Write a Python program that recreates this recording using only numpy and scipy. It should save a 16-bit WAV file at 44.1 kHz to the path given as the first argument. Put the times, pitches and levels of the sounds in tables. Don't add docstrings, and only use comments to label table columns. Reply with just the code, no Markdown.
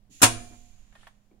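import sys
import numpy as np
from scipy import signal
from scipy.fft import rfft, irfft
from scipy.io import wavfile
from scipy.ndimage import map_coordinates

SR = 44100
rng = np.random.default_rng(int(sys.argv[2]) if len(sys.argv) > 2 else 0)


def wav_record(signal):
    frames = np.transpose(np.atleast_2d(signal))
    bounded = np.clip(frames, -1, 1)
    quanta = np.round(bounded * 32767).astype(np.int16)
    wavfile.write(sys.argv[1], SR, quanta)


N = 61739
T = np.arange(N) / SR
HZ = np.fft.rfftfreq(2 * N, 1 / SR)
SLAM_S = .2285

# (frequency [Hz], left-right correlation [-1..1])
CORRELATION = [(100, 0.94), (400, 0.59), (700, 0.62), (1100, -0.19), (2500, 0.023), (12000, -0.29)]
# (frequency [Hz], left over right [dB])
BALANCE = [(100, -5.5), (700, -2.5), (2000, -1), (4400, -1), (8000, 1.5), (15000, 8)]


def latch():
    # (time [s], relative level [dB], tilt [dB/octave])
    contacts = [(.2172, -21.5, 0.94), (.2205, -16.5, 4), (.2283, -10.5, -0.53), (.2312, -9.5, -1),
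                (.2355, -10.5, .5), (.2480, -24.5, -3), (.2556, -26, -1.5)]
    # (frequency [Hz], relative level [dB])
    clack_spectrum = [(60, -20.5), (180, -20.5), (270, -18), (390, -18.5), (700, -13), (1000, -11),
                      (1400, -7.5), (2150, -11.5), (2650, -8), (4600, -13), (7000, -8.5), (10500, -10.5),
                      (12500, -20), (15800, -24.5)]
    # (frequency [Hz], T60 [s])
    clack_decay = [(150, .16), (1000, 0.14), (9000, .13), (14000, .085)]
    # (frequency [Hz], relative level [dB])
    knock_spectrum = [(90, -26.5), (270, 6.5), (550, -20.5), (1050, 0.5), (1450, 1.5), (2300, -22.5)]
    knock = amp(-14.5) * strike(contacts[0][0], t60_s=.05, attack_s=.0017) * noise(knock_spectrum)
    return knock + amp(-1) * rattle(contacts, clack_spectrum, clack_decay)


def case_boom():
    # (frequency [Hz], level [dB], T60 [s])
    modes = [(110.7, -18.5, .29), (105, -38.5, 1), (240.8, -33, 0.78), (271.7, -11, 0.08),
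             (330.6, -26, 0.33), (468.8, -29, 0.27), (567, -24.5, 0.18), (685, -30.5, .42),
             (734.7, -20, .17), (716, -38.5, .82), (951.6, -15.5, 0.16), (1071, -19.5, 0.2),
             (1082, -47.5, 0.58), (1326, -18.5, 0.13), (1678, -24, 0.11)]
    return ring(modes)


def steel_ring():
    # (frequency [Hz], level [dB], T60 [s])
    modes = [(2390, -45, 0.76), (2485, -23.5, 0.19), (2650, -25, 0.13), (3440, -23, .18),
             (6870, -24.5, .14), (6700, -26.5, 0.18), (7370, -24.5, .18), (9310, -26, 0.12),
             (9450, -32, 0.46)]
    return ring(modes)


def spring_coils():
    # (frequency [Hz], relative level [dB])
    spectrum = [(1200, -34.5), (2000, -17.5), (2600, -12), (5400, -14.5), (6400, -5.5), (7100, -1),
                (7900, -16), (10500, -15.5), (15000, -25.5)]
    slide_start_s, slide_rise_s = .096, .035
    scrape = amp(-54.5) * np.clip((T - slide_start_s) / slide_rise_s, 0, 1) * (T < SLAM_S)
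    shimmer = amp(-48) * strike(SLAM_S, t60_s=1.677, attack_s=.004)
    return noise(spectrum) * (scrape + shimmer) * pan(left_db=-6)


def finger_taps():
    # (time [s], relative level [dB], tilt [dB/octave])
    taps = [(.205, -53, -1.5), (.925, -61, -1), (.9525, -52.5, 0), (.9575, -57, 0.5), (1.031, -61, -3),
            (1.069, -47.5, -1.5), (1.075, -50.5, 4)]
    # (frequency [Hz], relative level [dB])
    door_spectrum = [(200, -47), (470, -16.5), (630, 1), (1100, 0), (1830, 0), (2500, -7), (3300, -6.5),
                     (5000, -21.5), (10000, -24), (15000, -36)]
    # (frequency [Hz], T60 [s])
    door_decay = [(600, .075), (8000, .058)]
    return rattle(taps, door_spectrum, door_decay)


def plastic_ticks():
    # (time [s], frequency [Hz], level [dB], T60 [s])
    ticks = [(0.508, 315.5, -50, 0.15), (.956, 1818, -56, 0.13), (1.011, 3170, -51, 0.021),
             (1.03, 1770, -55, 0.062), (1.312, 2301, -65.5, .03), (1.313, 325, -56.5, 0.15)]
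    return sum(amp(db) * strike(at_s, t60_s, attack_s=.00071) * np.sin(2 * np.pi * hz * T)
               for at_s, hz, db, t60_s in ticks)


def finger_brushes():
    # (frequency [Hz], relative level [dB])
    spectrum = [(400, -6.5), (1800, -3.5), (3500, -4), (6000, -13), (10000, -7), (15000, -28)]
    # (centre [s], half length [s], level before low-pass [dB], cutoff [Hz])
    strokes = [(0.536, 0.023, -52, 1800), (0.791, 0.32, -70.5, 4500), (1.027, 0.08, -62, 11800)]
    return sum(amp(db) * np.exp(-((T - at_s) / half_s) ** 2) * lowpass(noise(spectrum), cutoff_hz)
               for at_s, half_s, db, cutoff_hz in strokes)


def finger_pushes():
    # (frequency [Hz], relative level [dB])
    spectrum = [(60, -19.5), (290, 2.5), (550, -9.5), (800, -20), (4000, -35.5)]
    # (time [s], level before low-pass [dB], T60 [s], cutoff [Hz])
    pushes = [(.095, -55.5, 0.62, 308), (0.505, -49, 0.067, 452), (1.312, -59, 0.33, 4000)]
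    return sum(amp(db) * strike(at_s, t60_s, attack_s=.00082) * lowpass(noise(spectrum), cutoff_hz)
               for at_s, db, t60_s, cutoff_hz in pushes)


def room(x):
    # (frequency [Hz], T60 [s])
    decay = [(100, 0.85), (500, 0.72), (1000, 0.42), (4000, 0.42), (10000, 0.33), (13000, .2)]
    build_s, wet_db = .012, -18.5
    tail = damped(rng.standard_normal((2, N)), decay) * (1 - np.exp(-T / build_s))
    return amp(wet_db) * signal.fftconvolve(x, tail / np.linalg.norm(tail[0]), axes=1)[:, :N]


def background():
    # (frequency [Hz], relative level [dB])
    air_spectrum = [(220, -9), (400, -21), (700, -19), (1500, -27.5), (4000, -31.5), (15000, -39.5)]
    # (frequency [Hz], level [dB])
    hum_tones = [(116, -70.5), (206, -69.5)]
    # (frequency [Hz], relative level [dB])
    rumble_spectrum = [(28, 0.5), (50, -9), (100, -23), (200, -38.5), (500, -74)]
    # (time [s], level [dB])
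    handling = [(0, -61.5), (.19, -61.5), (.25, -42), (.38, -42.5), (.55, -57.5), (.7, -53), (1.05, -59),
                (1.22, -67), (1.4, -61)]
    hum = sum(amp(db) * np.sin(2 * np.pi * (hz * T + rng.random())) for hz, db in hum_tones)
    rumble = amp(np.interp(T, *np.transpose(handling))) * noise(rumble_spectrum)
    return amp(-70) * noise(air_spectrum) + (hum + rumble) * pan(left_db=-6.5)


def rattle(contacts, spectrum, decay):
    common_share, attack_s = .16, .00039
    common = np.sqrt(common_share) * noise(spectrum)
    out = np.zeros((2, N))
    for at_s, db, tilt_db_per_octave in contacts:
        body = damped(common + np.sqrt(1 - common_share) * noise(spectrum), decay)
        crack = amp(-1) * noise(spectrum) * fade(T, t60_s=.059)
        tilt = amp(tilt_db_per_octave * np.log2((HZ + 200) / 4000))
        blow = filtered(body + crack, tilt) * (1 - np.exp(-T / attack_s))
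        start = round(at_s * SR)
        out[:, start:] += amp(db) * blow[:, :N - start]
    return out


def ring(modes):
    rise_cycles, waver_db = .7, 2.46
    waver_onset = np.clip((T - SLAM_S) * 10, 0, 1)
    out = np.zeros((2, N))
    for hz, db, t60_s in modes:
        spread_rad = np.arccos(np.clip(along(CORRELATION, hz), .3, 1)) * rng.choice([-1, 1])
        phase_rad = 2 * np.pi * (hz * (T - SLAM_S) + rng.random())
        wave = np.sin(phase_rad + spread_rad * np.array([[.5], [-.5]]))
        gain = amp(db + waver_db * waver_onset * wobble(knots_per_s=28))
        out += gain * pan(along(BALANCE, hz)) * strike(SLAM_S, t60_s, rise_cycles / hz) * wave
    return out


def noise(spectrum):
    width_rad = np.arccos(along(CORRELATION, HZ)) / 2
    gains = amp(along(spectrum, HZ)) * [np.cos(width_rad), np.sin(width_rad)]
    mid, side = filtered(rng.standard_normal((2, N)), gains)
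    stereo = filtered(np.array([mid + side, mid - side]), pan(along(BALANCE, HZ)))
    return stereo / np.sqrt(np.mean(stereo ** 2) + 1e-20)


def damped(x, decay):
    hz, t, bins = signal.stft(x, SR, nperseg=256)
    bins = bins * fade(t, along(decay, hz)[:, None])
    return signal.istft(bins, SR, nperseg=256)[1][:, :N]


def strike(at_s, t60_s, attack_s):
    age_s = np.maximum(T - at_s, 0)
    return (1 - np.exp(-age_s / attack_s)) * fade(age_s, t60_s)


def fade(t, t60_s):
    return np.exp(-np.log(1000) * t / t60_s)


def wobble(knots_per_s):
    return map_coordinates(rng.standard_normal(256), [T * knots_per_s], mode="wrap")


def lowpass(x, cutoff_hz):
    return filtered(x, 1 / (1 + (HZ / cutoff_hz) ** 4))


def filtered(x, gain):
    return irfft(rfft(x, 2 * N) * gain)[..., :N]


def along(points, hz):
    knots_hz, values = np.transpose(points)
    return np.interp(np.log(hz + 1), np.log(knots_hz + 1), values)


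def pan(left_db):
    return amp(np.array([[.5], [-.5]]) * left_db)


def amp(db):
    return 10 ** (np.asarray(db) / 20)


def scene():
    contacts = latch() + finger_taps() + plastic_ticks() + finger_brushes() + finger_pushes()
    modes = case_boom() + steel_ring()
    return contacts + modes + room(contacts + modes / 4) + spring_coils() + background()


def record(dry):
    top_hz = 15800
    rounded = dry / (1 + dry ** 6) ** (1 / 6)
    return filtered(rounded, 1 / np.sqrt(1 + (HZ / top_hz) ** 120))


dry = scene()
out = record(dry)
wav_record(out)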